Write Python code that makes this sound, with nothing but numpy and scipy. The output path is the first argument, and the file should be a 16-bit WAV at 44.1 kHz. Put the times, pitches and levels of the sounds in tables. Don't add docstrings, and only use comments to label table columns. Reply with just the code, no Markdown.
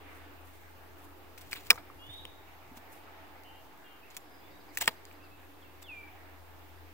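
import sys
import numpy as np
from scipy import signal
from scipy.fft import rfft, irfft, next_fast_len
from scipy.io import wavfile
from scipy.ndimage import uniform_filter1d

SR = 44100
rng = np.random.default_rng(int(sys.argv[2]) if len(sys.argv) > 2 else 0)


def to_linear_factor(level_db):
    exponent = np.asarray(level_db, float) / 20
    return 10 ** exponent


def inscribe(sig):
    pcm = np.round(np.clip(np.atleast_2d(sig).T, -1, 1) * 32767)
    wavfile.write(sys.argv[1], SR, pcm.astype(np.int16))


N = 305678

# (time [s], level [dB])
TRAFFIC_LEVEL = [(0, -58), (.62, -62), (1.06, -59.5), (2.0, -59.5), (2.59, -63), (2.9, -59.5), (3.9, -62.5),
                 (4.46, -59), (5.5, -61.5), (6.2, -61), (6.93, -62)]
# (time [s], level [dB])
MOTOR_LOAD = [(0, -59.5), (.5, -61.5), (1.06, -62.5), (1.58, -64.5), (2.2, -59.5), (3.0, -57.5),
              (3.53, -57.5), (3.9, -61.5), (4.46, -62), (4.88, -59), (5.5, -64.5), (5.8, -63.5),
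              (6.2, -58.5), (6.93, -62.5)]
# (time [s], level [dB])
HUM_LEVEL = [(0, -59.5), (.13, -57.5), (2.0, -62.5), (2.1, -58), (2.49, -64), (2.74, -63.5), (3.34, -65),
             (3.57, -62), (3.71, -72), (4.09, -70), (4.69, -66), (4.8, -59.5), (4.9, -64.5), (6.48, -58.5),
             (6.93, -56.5)]
# (frequency [Hz], level per Hz [dB])
TRAFFIC_COLOUR = [(100, -11), (200, -9.5), (280, -9), (400, -0.5), (560, -5.5), (800, -7.5), (1100, -6),
                  (1500, -39.5)]
WASH_COLOUR = [(700, -7), (1200, 3.5), (2000, 1.5), (3000, -3), (4500, -25), (6000, -36)]
HISS_COLOUR = [(2500, -34), (3500, 0.5), (4500, -0.5), (6500, -5), (10000, -7), (12000, -3), (14000, 2),
               (17500, 2.5)]
# (frequency [Hz], likeness [-1 to 1])
LIKENESS = [(60, 0.27), (130, -0.0021), (290, 0.301), (640, 0.28), (1410, 0.16), (3100, 0.1), (6820, 0.3),
            (15000, 0.25)]
# (frequency [Hz], left over right [dB])
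LEAN = [(60, 4.5), (110, 4.5), (200, -2), (380, -3), (700, 0), (2380, -1.5), (8120, 0.5), (15000, 1.0)]
# (frequency [Hz], width [Hz], level [dB])
DRONE = [(647, 26, -1), (729.5, 18, -0.5), (800, 27, 1), (876, 32, 1.5), (914, 48.6, -0.5), (1001, 126, -6)]
GROWL = [(291.3, 28, 8.5), (371.5, 40, 0.5)]
# (peak time [s], rise [ms], fall [ms], level [dB])
LEAVES = [
    (.12, 260, 260, -63),
    (3.19, 580, 260, -70.5),
]
# (peak time [s], rise [ms], fall [ms], level [dB])
GUSTS = [
    (1.06, 300, 201, -84),
    (1.8, 503, 800, -71),
]
# (time [s], level [dB], frequency [Hz])
KNOCKS = [
    (2.089, -47.5, 111),
    (2.715, -46, 258),
    (2.769, -53, 240),
]
# (peak time [s], rise [ms], fall [ms], level [dB])
RUSTLES = [
    (.162, 200, 120, -61),
    (.468, 190, 510, -60.5),
    (1.048, 81, 49, -52.5),
    (2.16, 440, 130, -59.5),
    (2.774, 32, 27, -53),
    (2.92, 25, 56, -56),
    (2.955, 30, 36, -59),
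    (2.99, 30, 40, -64),
]
# (frequency [Hz], lag [ms])
PORT_LAG = [(800, .065), (2000, .088), (3500, .109), (5000, .146), (6500, .125), (12500, .117),
            (15500, .125)]
# (frequency [Hz], right port level [dB])
PORT_SHADE = [(400, 2), (2000, -1.5), (4200, 6), (6500, -2), (8000, -1), (10000, -5), (12500, -0.5),
              (15500, -0.5)]
# (time [s], crack level [dB])
PRICKS = [(.421, -58), (.472, -55), (1.59, -53), (1.598, -54), (1.608, -54), (1.635, -50), (1.652, -52),
          (1.66, -54), (1.7645, -49), (1.7745, -55), (2.759, -59), (2.94, -57), (2.955, -56), (4.8075, -38),
          (4.8125, -38), (4.8185, -39), (4.825, -33), (4.113, -56), (4.835, -44), (4.845, -46)]
# (time [s], ring level [dB], ring frequency [Hz], crack level [dB])
TICKS = [(1.3775, -38, 2400, -42), (1.411, -57, 2300, -50), (1.5115, -49, 2280, -46),
         (1.522, -28, 2450, -42), (1.5364, -56, 2220, -43), (1.558, -35, 2200, -37.5),
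         (1.564, -40, 2480, -44), (1.669, -51, 2580, -37), (2.2526, -30, 3080, -39),
         (2.775, -50, 3420, -57), (3.436, -58.5, 2800, -47.5), (4.103, -51, 7600, -54.5),
         (4.107, -50, 6660, -54), (4.147, -53, 2580, -46), (4.1672, -32.5, 2380, -32.5),
         (4.205, -56, 7380, -67), (4.75, -50, 7570, -46), (4.859, -36.5, 7600, -38),
         (4.871, -54, 2230, -37), (4.8915, -46, 2200, -38), (5.053, -47, 4970, -40),
         (5.113, -40.5, 2440, -55), (5.127, -54, 7800, -65.5), (5.828, -43, 7600, -52)]
# (time [s], ring level [dB], ring frequency [Hz], ring time to -60 dB [ms], crack level [dB])
SNAPS = [(1.5304, -19.5, 2270, 8, -28), (1.7028, -17.5, 2400, 25, -15), (1.7055, -17, 2370, 11, -10),
         (1.7059, -3, 5260, 4.8, -17), (1.7095, -16, 2010, 1.8, -29), (1.7117, -7.5, 1880, 3.9, -35),
         (1.7152, -30, 1580, 25, -27), (1.73, -47, 1880, 6.9, -42), (1.7585, -41, 1210, 16, -44),
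         (1.778, -37, 1640, 14, -60), (4.7730, -45, 2420, 5, -21), (4.7863, -24, 14500, 4.6, -33),
         (4.8760, -20, 1860, 10, -22), (4.8771, -12, 2340, 7.1, -23), (4.8787, -9, 1870, 9, -18)]
# (frequency [Hz], level [dB], ring time to -60 dB [s])
STEEL = [(3300, -8.5, .01), (4030, -6, .01), (5050, -12, 0.012), (5576, -6, .01), (7500, -10, 0.006),
         (10960, -5, 0.005), (14960, -5.5, .004)]
# (peak time [s], rise [ms], fall [ms], level [dB], rasp over crunch [dB])
CRUNCHES = [(1.38, 2.2, 25, -52, 5.5), (1.415, 8, 15, -54.5, 6), (1.465, 79, 140, -62.5, 3.5),
            (1.512, 1.5, 75.4, -50.5, 5.5), (1.5367, 3, 5, -45, 5.5), (1.563, 12, 39, -45, -5),
            (1.608, 10, 19, -62, 7), (1.67, 44, 46, -55.5, 3.5), (1.706, 2.5, 8, -16, 0.5),
            (1.72, 8, 18, -59, 14), (1.745, 13, 40, -64, 12), (1.759, 5.6, 15, -60, 6),
            (1.783, 8, 31, -53, -8), (2.776, 20, 14, -54, 5), (4.11, 10, 42, -56.5, 1),
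            (4.148, 6, 24, -55, 1), (4.168, 1, 5, -50, 7), (4.172, 4.7, 11, -48.5, 9.5),
            (4.755, 34, 25, -59.5, 8), (4.777, 3, 13.5, -37.5, 5), (4.792, 4, 17, -61, -1),
            (4.811, 4, 21, -36.5, 8), (4.821, 12.5, 17, -35.5, 3), (4.838, 14, 25, -52, -10),
            (4.86, 40, 25, -50, 4), (4.878, 1.7, 13.4, -24, -3), (4.91, 9, 76, -57.5, 2.5),
            (5.827, 13, 14, -53.5, 6)]
# (peak time [s], rise [ms], fall [ms], level [dB])
CREAKS = [(1.533, 54, 40, -51), (1.57, 30, 80, -63), (1.625, 25, 30, -59), (1.69, 46, 11, -51),
          (1.71, 2.7, 35, -30), (1.755, 4, 31, -49), (1.777, 3.6, 73, -41), (4.15, 90, 81, -66),
          (4.778, 30, 40, -58), (4.816, 10, 16, -44), (4.868, 50, 9, -62), (4.884, 1.5, 19, -29),
          (4.91, 9, 90, -52)]
# (peak time [s], rise [ms], fall [ms], level [dB])
SLIDES = [
    (1.381, 4, 25, -62),
    (1.418, 8, 20, -58),
    (1.512, 1, 6, -57),
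    (1.525, 4, 19.4, -49.5),
    (4.815, 10, 20, -38.5),
    (4.845, 20, 20, -58),
    (4.862, 15, 8, -48),
    (5.828, 6, 10, -55),
]
# (frequency [Hz], width [Hz], level [dB])
PITH = [(617, 110, 0.5), (990, 1100, 9)]
STEM = [(1420, 1600, -4), (1880, 1150, 2.5), (2418, 645, 1.6), (3800, 2630, -2.5)]
BLADE = [(5500, 1390, -1.5), (7600, 1800, -8), (10330, 980, -3.5), (14500, 7400, 1)]
EDGE = [(7550, 456, 0), (8050, 500, -4)]
# (time [s], level [dB], frequency [Hz], free ringing [ms])
RINGS = [(1.5218, -47, 5400, 2), (1.533, -39, 2400, 1.5), (1.53, -26, 4530, 1),
         (1.5304, -27, 13000, 1), (1.5355, -40, 3000, 1.8), (1.551, -39, 2200, 2.7),
         (1.7028, -11, 2410, 8.2), (1.7053, -8.5, 2360, 3.1), (1.7046, -18, 1210, 4.4),
         (1.7116, -17, 3600, 2.6), (1.7112, -19.5, 5200, 2), (1.7165, -31, 5400, 1.5),
         (1.729, -43, 5200, 1.8), (1.707, -19, 2800, 1.6), (1.7053, -25, 10800, .8),
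         (1.72, -32, 1200, 5), (1.778, -41, 2100, 3), (1.7792, -37, 1300, 8), (1.782, -46, 840, 6),
         (1.7836, -46, 2354, 5.4), (4.168, -39, 7400, 1), (4.1676, -40, 15700, 1),
         (4.774, -27, 15700, 1), (4.773, -37, 11800, 1), (1.7056, -30, 15100, 1),
         (4.1725, -42, 3520, 2), (4.172, -40, 7500, 1.48), (4.1725, -42, 13200, 2),
         (4.18, -48, 14500, 1), (1.9, -39, 1150, 4), (1.563, -45, 1400, 6),
         (4.773, -22, 1890, 2.4), (4.772, -24.5, 2480, 2), (4.773, -27, 7550, 1.5),
                (4.773, -43, 4060, 1.5), (4.786, -38, 7800, 1.5), (4.8105, -34, 7550, 2),
                (4.8125, -25, 7460, 1.5), (4.8127, -30, 1760, 3), (4.8136, -33, 960, 3.2),
                (4.8175, -26, 7460, 3), (4.8178, -28, 2110, 3.1), (4.819, -32, 920, 4),
                (4.8237, -31, 953, 4.8), (4.825, -33, 1800, 3), (4.8275, -34, 2100, 4),
                (4.836, -42, 2730, 3), (4.8425, -38, 3260, 3), (4.8766, -25, 7830, 2.5),
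                (4.8762, -25, 980, 1.3), (4.8761, -25, 5300, 1.3), (4.878, -22, 7700, 1.5),
                (4.878, -13, 2950, 1.3), (4.8789, -27, 5060, 1.2), (4.884, -36, 4960, 2),
                (4.815, -36, 1700, 2), (4.816, -41, 700, 6), (4.826, -41, 720, 6.5),
                (4.773, -33, 6200, 0.89), (4.816, -41, 700, 6), (4.826, -41, 720, 6.5),
                (1.5305, -39, 1180, 4), (1.563, -45, 1100, 6), (4.773, -33, 6200, 0.89)]
# (time [s], level [dB])
CLAPS = [(1.5308, -62), (1.7045, -35), (1.7053, -28), (1.7079, -24), (1.7146, -29), (1.7288, -33.5),
         (1.756, -46), (1.777, -49), (2.2518, -44.5), (2.775, -48), (4.8784, -27.5), (4.8838, -25),
         (4.891, -43)]
# (share of length [0-1], share of pitch glide, level [dB])
GLIDE = [(0, 0, -14), (.15, .13, -5), (.68, .74, 0), (1, 1, -13)]
SWOOP = [(0, 0, -22), (.2, .09, -1), (.5, .33, -1), (.6, .48, -6), (1, 1, -5)]
HOLD = [(0, 0, -2.5), (.15, .15, 0), (.85, .85, -3), (1, 1, -7)]
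FADE = [(0, 0, -3), (.15, .05, 0), (.55, .35, -2), (1, 1, -9)]
SAG = [(0, 0, -1), (.1, .1, 0), (.35, .6, 0), (1, 1, -7)]
ARCH = [(0, .3, -1), (.2, 0, 0), (.55, 1, 0), (1, -.1, -3)]
CHIP = [(0, 0, -9), (.25, .05, 0), (.64, .57, -3), (1, 1, -7)]
HOOK = [(0, 0, 0), (.3, .86, 0), (.48, .97, -5), (1, 1, -15)]
FALL = [(0, 0, -14), (.12, .19, -15), (.23, .53, -10), (.285, .67, 0), (.4, .86, -2), (.48, .89, 0),
        (.65, .96, -7), (.75, .98, -3), (1, 1, -5)]
# (time [s], length [s], from [Hz], to [Hz], level [dB])
RISING_HIGH = [
    (1.985, .235, 3230, 3920, -57.5),
]
RISING_LOW = [
    (1.96, .24, 2750, 3600, -59),
]
GLIDES = [
    (4.4, .225, 3340, 3980, -71),
]
HOLDS = [
    (3.445, .175, 2815, 2840, -64.5),
    (3.84, .185, 2815, 2805, -63.5),
    (6.029, .033, 2335, 2325, -53),
    (6.072, .02, 2315, 2305, -52),
]
UPPER_HOLDS = [
    (3.445, .165, 3020, 3190, -65.5),
]
UPPER_SAGS = [
    (3.85, .165, 3240, 3070, -68.5),
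]
ARCHES = [
    (4.018, .07, 2530, 2760, -65),
    (5.2, .075, 2540, 2740, -64),
    (5.31, .06, 2560, 2690, -66),
    (5.42, .06, 2450, 2640, -69),
]
FALLS = [
    (5.838, .182, 3620, 2335, -45),
]
HOOKS = [
    (5.615, .105, 3600, 2650, -63),
]
FAINT = [
    (4.51, .07, 2800, 2250, -73),
    (4.69, .035, 2300, 2500, -71),
    (4.24, .17, 5100, 4920, -77),
]
# (time [s], level [dB])
CHIP_RUNS = [
    (4.505, -68),
    (4.96, -68.5),
]


def rms_one(x):
    return x / np.sqrt(np.mean(x ** 2) + 1e-20)


def highpass(x, hz, order=2):
    return signal.sosfilt(signal.butter(order, hz, "high", fs=SR, output="sos"), x)


def two_ports(common, different):
    return common + different * [[1], [-1]]


def in_time(tables, silent=-120.):
    t = np.arange(N) / SR
    out = silent
    for rows in tables:
        s, *columns = np.transpose(rows)
        inside = (t >= s[0]) & (t < s[-1])
        before = out if np.ndim(out) else (0 if out is None else silent)
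        out = np.where(inside, [np.interp(t, s, c) for c in columns], before)
    return out


def at_hz(points, hz):
    known_hz, value = np.transpose(points)
    return np.interp(np.log(hz), np.log(known_hz), value)


def drift(rate):
    r = np.exp(-80 * np.pi * rate / SR)
    chance = rng.standard_normal(N // 40 + 2002)
    slow = signal.lfilter([1], [1, -2 * r, r * r], chance)[2000:]
    return np.interp(np.arange(N) / 40, np.arange(len(slow)), rms_one(slow))


def swells(rows):
    out = np.zeros(N)
    for s, rise_ms, fall_ms, db in rows:
        start = max(int((s - rise_ms / 400) * SR), 0)
        end = min(int((s + fall_ms / 400) * SR), N)
        at = np.arange(start, end)
        ms = 1000 * (at / SR - s)
        out[at] += to_linear_factor(db - 20 * np.maximum(-ms / rise_ms, ms / fall_ms))
    return out


def ring(clicks, hz, t60):
    r, w = to_linear_factor(-60 / (t60 * SR)), 2 * np.pi * hz / SR
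    return signal.lfilter([0, np.sin(w)], [1, -2 * r * np.cos(w), r * r], clicks + 1e-18)


def body(x, peaks):
    total = 0
    for k, (hz, width, db) in enumerate(peaks):
        total = total + (-1) ** k * to_linear_factor(db) * np.sqrt(width) * ring(x, hz, 2.2 / width)
    return rms_one(total)


def sides(x, pan_db):
    return x * to_linear_factor([[pan_db / 2], [-pan_db / 2]])


def from_left(x, pan_db):
    size = next_fast_len(N)
    hz = np.arange(size // 2 + 1) * SR / size + 1e-3
    shade = to_linear_factor(at_hz(PORT_SHADE, hz))
    lag = np.exp(-2j * np.pi * hz * at_hz(PORT_LAG, hz) / 1000)
    late = irfft(rfft(x[1], size) * shade * lag, size)[:N]
    return sides(np.array([x[0], late]), pan_db)


def banded_noise(spectrum, patchy_db, alike_share):
    low, high = spectrum[0][0], spectrum[-1][0]
    edges = np.geomspace(low, high, int(3 * np.log2(high / low)) + 1)
    white, out = rng.standard_normal((2, 2, N)), 0
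    for k, (a, b) in enumerate(zip(edges, edges[1:])):
        band = signal.butter(2, [a, b], "band", fs=SR, output="sos")
        mid, side = signal.sosfilt(band, white[k % 2])
        hz = np.sqrt(a * b)
        alike = np.clip(alike_share * at_hz(LIKENESS, hz), -1, 1)
        gain = to_linear_factor(at_hz(spectrum, hz) + patchy_db * drift(6.3))
        stereo = two_ports(np.sqrt(1 + alike) * mid, np.sqrt(1 - alike) * side)
        out = out + sides(gain * stereo, at_hz(LEAN, hz))
    return rms_one(out)


def traffic(level_db):
    air = rng.standard_normal((2, N))
    growl = to_linear_factor(level_db - 3) * body(two_ports(air[0], .5 * air[1]), GROWL)
    roar = to_linear_factor(level_db + 0.5) * banded_noise(TRAFFIC_COLOUR, patchy_db=0.6, alike_share=1.37)
    return roar + sides(growl, -3.0)


def motor(load_db):
    (hum_db,) = in_time([HUM_LEVEL])
    turn = 2 * np.pi * np.cumsum(83.6 + 0.55 * drift(4.5)) / SR
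    hum = np.sqrt(2) * to_linear_factor(hum_db + 1.61 * drift(14.5)) * np.sin([turn, turn - .9])
    air = rng.standard_normal((2, N))
    drone = to_linear_factor(load_db - 2) * body(two_ports(air[0], .5 * air[1]), DRONE)
    return sides(hum, 4.4) + sides(drone, -2.5)


def upper_wash(load_db):
    level = to_linear_factor(-64.5 + 0.15 * (load_db - np.median(load_db))) + swells(LEAVES)
    return to_linear_factor(4.5) * level * banded_noise(WASH_COLOUR, patchy_db=1.8, alike_share=0.59)


def wind():
    band = signal.butter(2, [30, 130], "band", fs=SR, output="sos")
    rumble = rms_one(signal.sosfilt(band, rng.standard_normal((2, N))))
    level = (to_linear_factor(-77) + swells(GUSTS)) * to_linear_factor(9 + 2 * drift(4.56))
    return sides(level * rumble, 1.8)


def microphone_hiss():
    return to_linear_factor(-67.5 + 3.5) * banded_noise(HISS_COLOUR, patchy_db=1, alike_share=0.27)


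def dull_knocks():
    out = 0
    for s, db, hz in KNOCKS:
        click = (np.arange(N) == round(s * SR)) * 1.
        out = out + to_linear_factor(db) * ring(click, hz, 0.11)
    return out


def field():
    (traffic_db,), (load_db,) = in_time([TRAFFIC_LEVEL]), in_time([MOTOR_LOAD])
    far = traffic(traffic_db) + motor(load_db) + upper_wash(load_db)
    return far + wind() + microphone_hiss() + dull_knocks()


def rustle():
    noise = rng.standard_normal((2, N)) * to_linear_factor(3.35 * drift(34))
    noise = highpass(two_ports(noise[0], 1.1 * noise[1]), 11000, order=1)
    return uniform_filter1d(swells(RUSTLES), size=400) * rms_one(noise)


def hits(events, steel_db, crack_ms):
    out, t = np.zeros((2, N + 4096)), np.arange(4096) / SR
    click = (t == 0) * 1.
    fade = np.exp(-1000 * t / crack_ms) + 0.05 * np.exp(-t / 0.00269)
    for s, ring_db, hz, t60_ms, crack_db in events:
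        chance = rng.standard_normal((3, len(t)))
        wood = ring(click, hz, t60_ms / 1000) - 0.3 * ring(click, 0.63 * hz, 0.005)
        steel = 0
        for (f, level, t60), c in zip(STEEL, chance[2]):
            steel = steel + to_linear_factor(level + 4 * c) * ring(click, f, t60)
        crack = highpass(two_ports(chance[0], .5 * chance[1]) * fade + 4 * click, 2400)
        at = round(s * SR)
        out[:, at:at + len(t)] += to_linear_factor(ring_db) * wood + to_linear_factor(crack_db) * (crack + to_linear_factor(steel_db) * steel)
    return highpass(out[:, :N], 200)


def pricks():
    return hits([(s, -80, 2400, 4, db) for s, db in PRICKS], steel_db=-13.5, crack_ms=.6)


def ticks():
    events = [(s, db, hz, 5.1 + hz / 1000, crack_db) for s, db, hz, crack_db in TICKS]
    return hits(events, steel_db=-14, crack_ms=.5)


def crunch(per_s, spread_db):
    grains = (rng.random((2, N)) < per_s / SR) * rng.choice([-1, 1], (2, N))
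    grains = grains * to_linear_factor(spread_db * np.minimum(rng.exponential(1, (2, N)), 4))
    grains = two_ports(grains[0], .5 * grains[1])
    creak = to_linear_factor(-8.5) * swells(CREAKS) * body(grains, PITH)
    woody = swells([row[:4] for row in CRUNCHES]) * body(grains, STEM)
    rasp_rows = [(s, rise, fall, db + tilt) for s, rise, fall, db, tilt in CRUNCHES]
    rasp = swells(rasp_rows) * body(grains, BLADE)
    singing_edge = swells(SLIDES) * body(grains, EDGE)
    return highpass(creak + woody + rasp + singing_edge, 200)


def partials():
    out, ms = np.zeros(N + 2048), 1000 * np.arange(2048) / SR
    for s, db, hz, free_ms in RINGS:
        fade_db = -60 * (ms / 30 + np.maximum(ms - free_ms, 0) / 4)
        onset = 1 - np.exp(-ms / 0.45)
        at = round(s * SR)
        out[at:at + 2048] += to_linear_factor(db + fade_db) * onset * np.sin(2 * np.pi * hz * ms / 1000)
    return highpass(out[:N], 400)


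def snaps():
    return hits(SNAPS, steel_db=-17, crack_ms=0.42)


def claps():
    click = np.zeros(N)
    for s, db in CLAPS:
        click[round(s * SR)] = to_linear_factor(db)
    thud = ring(click, 1010, 0.018) + .4 * ring(click, 1220, 0.028)
    thud = thud + 0.22 * ring(click, 485.3, 0.06) + 0.12 * ring(click, 260, 0.077)
    return highpass(thud, 200)


def woods(x):
    t = np.arange(SR) / SR
    near_trunks = 1 + 0.93 * np.exp(-t / 0.089)
    tail = rng.standard_normal((2, SR)) * to_linear_factor(-60 * t) * near_trunks
    tail /= np.sqrt(np.sum(tail ** 2, axis=1, keepdims=True))
    return signal.fftconvolve(x[None], tail, axes=1)[:, :N]


def notes(shape, rows):
    return [[(s + u * length, a + v * (b - a), db + d) for u, v, d in shape] for s, length, a, b, db in rows]


def whistle(tables, flutter_db):
    hz, db = in_time(tables)
    level = uniform_filter1d(to_linear_factor(db + flutter_db * drift(44)), size=300)
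    return np.sqrt(2) * level * np.sin(2 * np.pi * np.cumsum(np.abs(hz)) / SR)


def birds():
    rising = whistle(notes(GLIDE, RISING_HIGH), flutter_db=4)
    rising = rising + whistle(notes(SWOOP, RISING_LOW), flutter_db=2.5)
    chips = []
    for (s, db), count in zip(CHIP_RUNS, (3, 4)):
        chips += [(s + k * .091, .028, 5010, 3600, db) for k in range(count)]
    upper = notes(GLIDE, GLIDES) + notes(FADE, UPPER_HOLDS) + notes(SAG, UPPER_SAGS)
    upper += notes(ARCH, ARCHES) + notes(HOOK, HOOKS) + notes(HOLD, FAINT[1:])
    lower = notes(HOLD, HOLDS) + notes(CHIP, chips) + notes(FALL, FALLS)
    others = whistle(upper, flutter_db=3.5) + whistle(notes(HOLD, FAINT[:1]), flutter_db=3.5)
    others = others + whistle(lower, flutter_db=1.2)
    scattered = woods(highpass(to_linear_factor(4.0) * rising + to_linear_factor(.5) * others, 3100, order=4))
    return from_left([rising] * 2, 1.5) + sides(others, -1.5) + scattered


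def scene():
    cuts = snaps() + claps() + partials()
    soft = ticks() + crunch(per_s=4500, spread_db=3.2)
    echo = to_linear_factor(-39) * woods(cuts[0] + soft[0])
    steady = field() + rustle() + from_left(pricks(), 0.96) + from_left(soft, 1.0) + echo + birds()
    top = signal.ellip(12, .3, 55, 15780, fs=SR, output="sos")
    return from_left(cuts, 0.964) + signal.sosfilt(top, steady)


def roll_off(x):
    return signal.sosfilt(signal.butter(12, 16610, fs=SR, output="sos"), x)


def record(dry):
    top = signal.cheby2(14, 65, 16700, fs=SR, output="sos")
    mix = signal.sosfilt(top, np.clip(dry, -1, 1)) - .0012
    return roll_off(mix)


dry = scene()
out = record(dry)
inscribe(out)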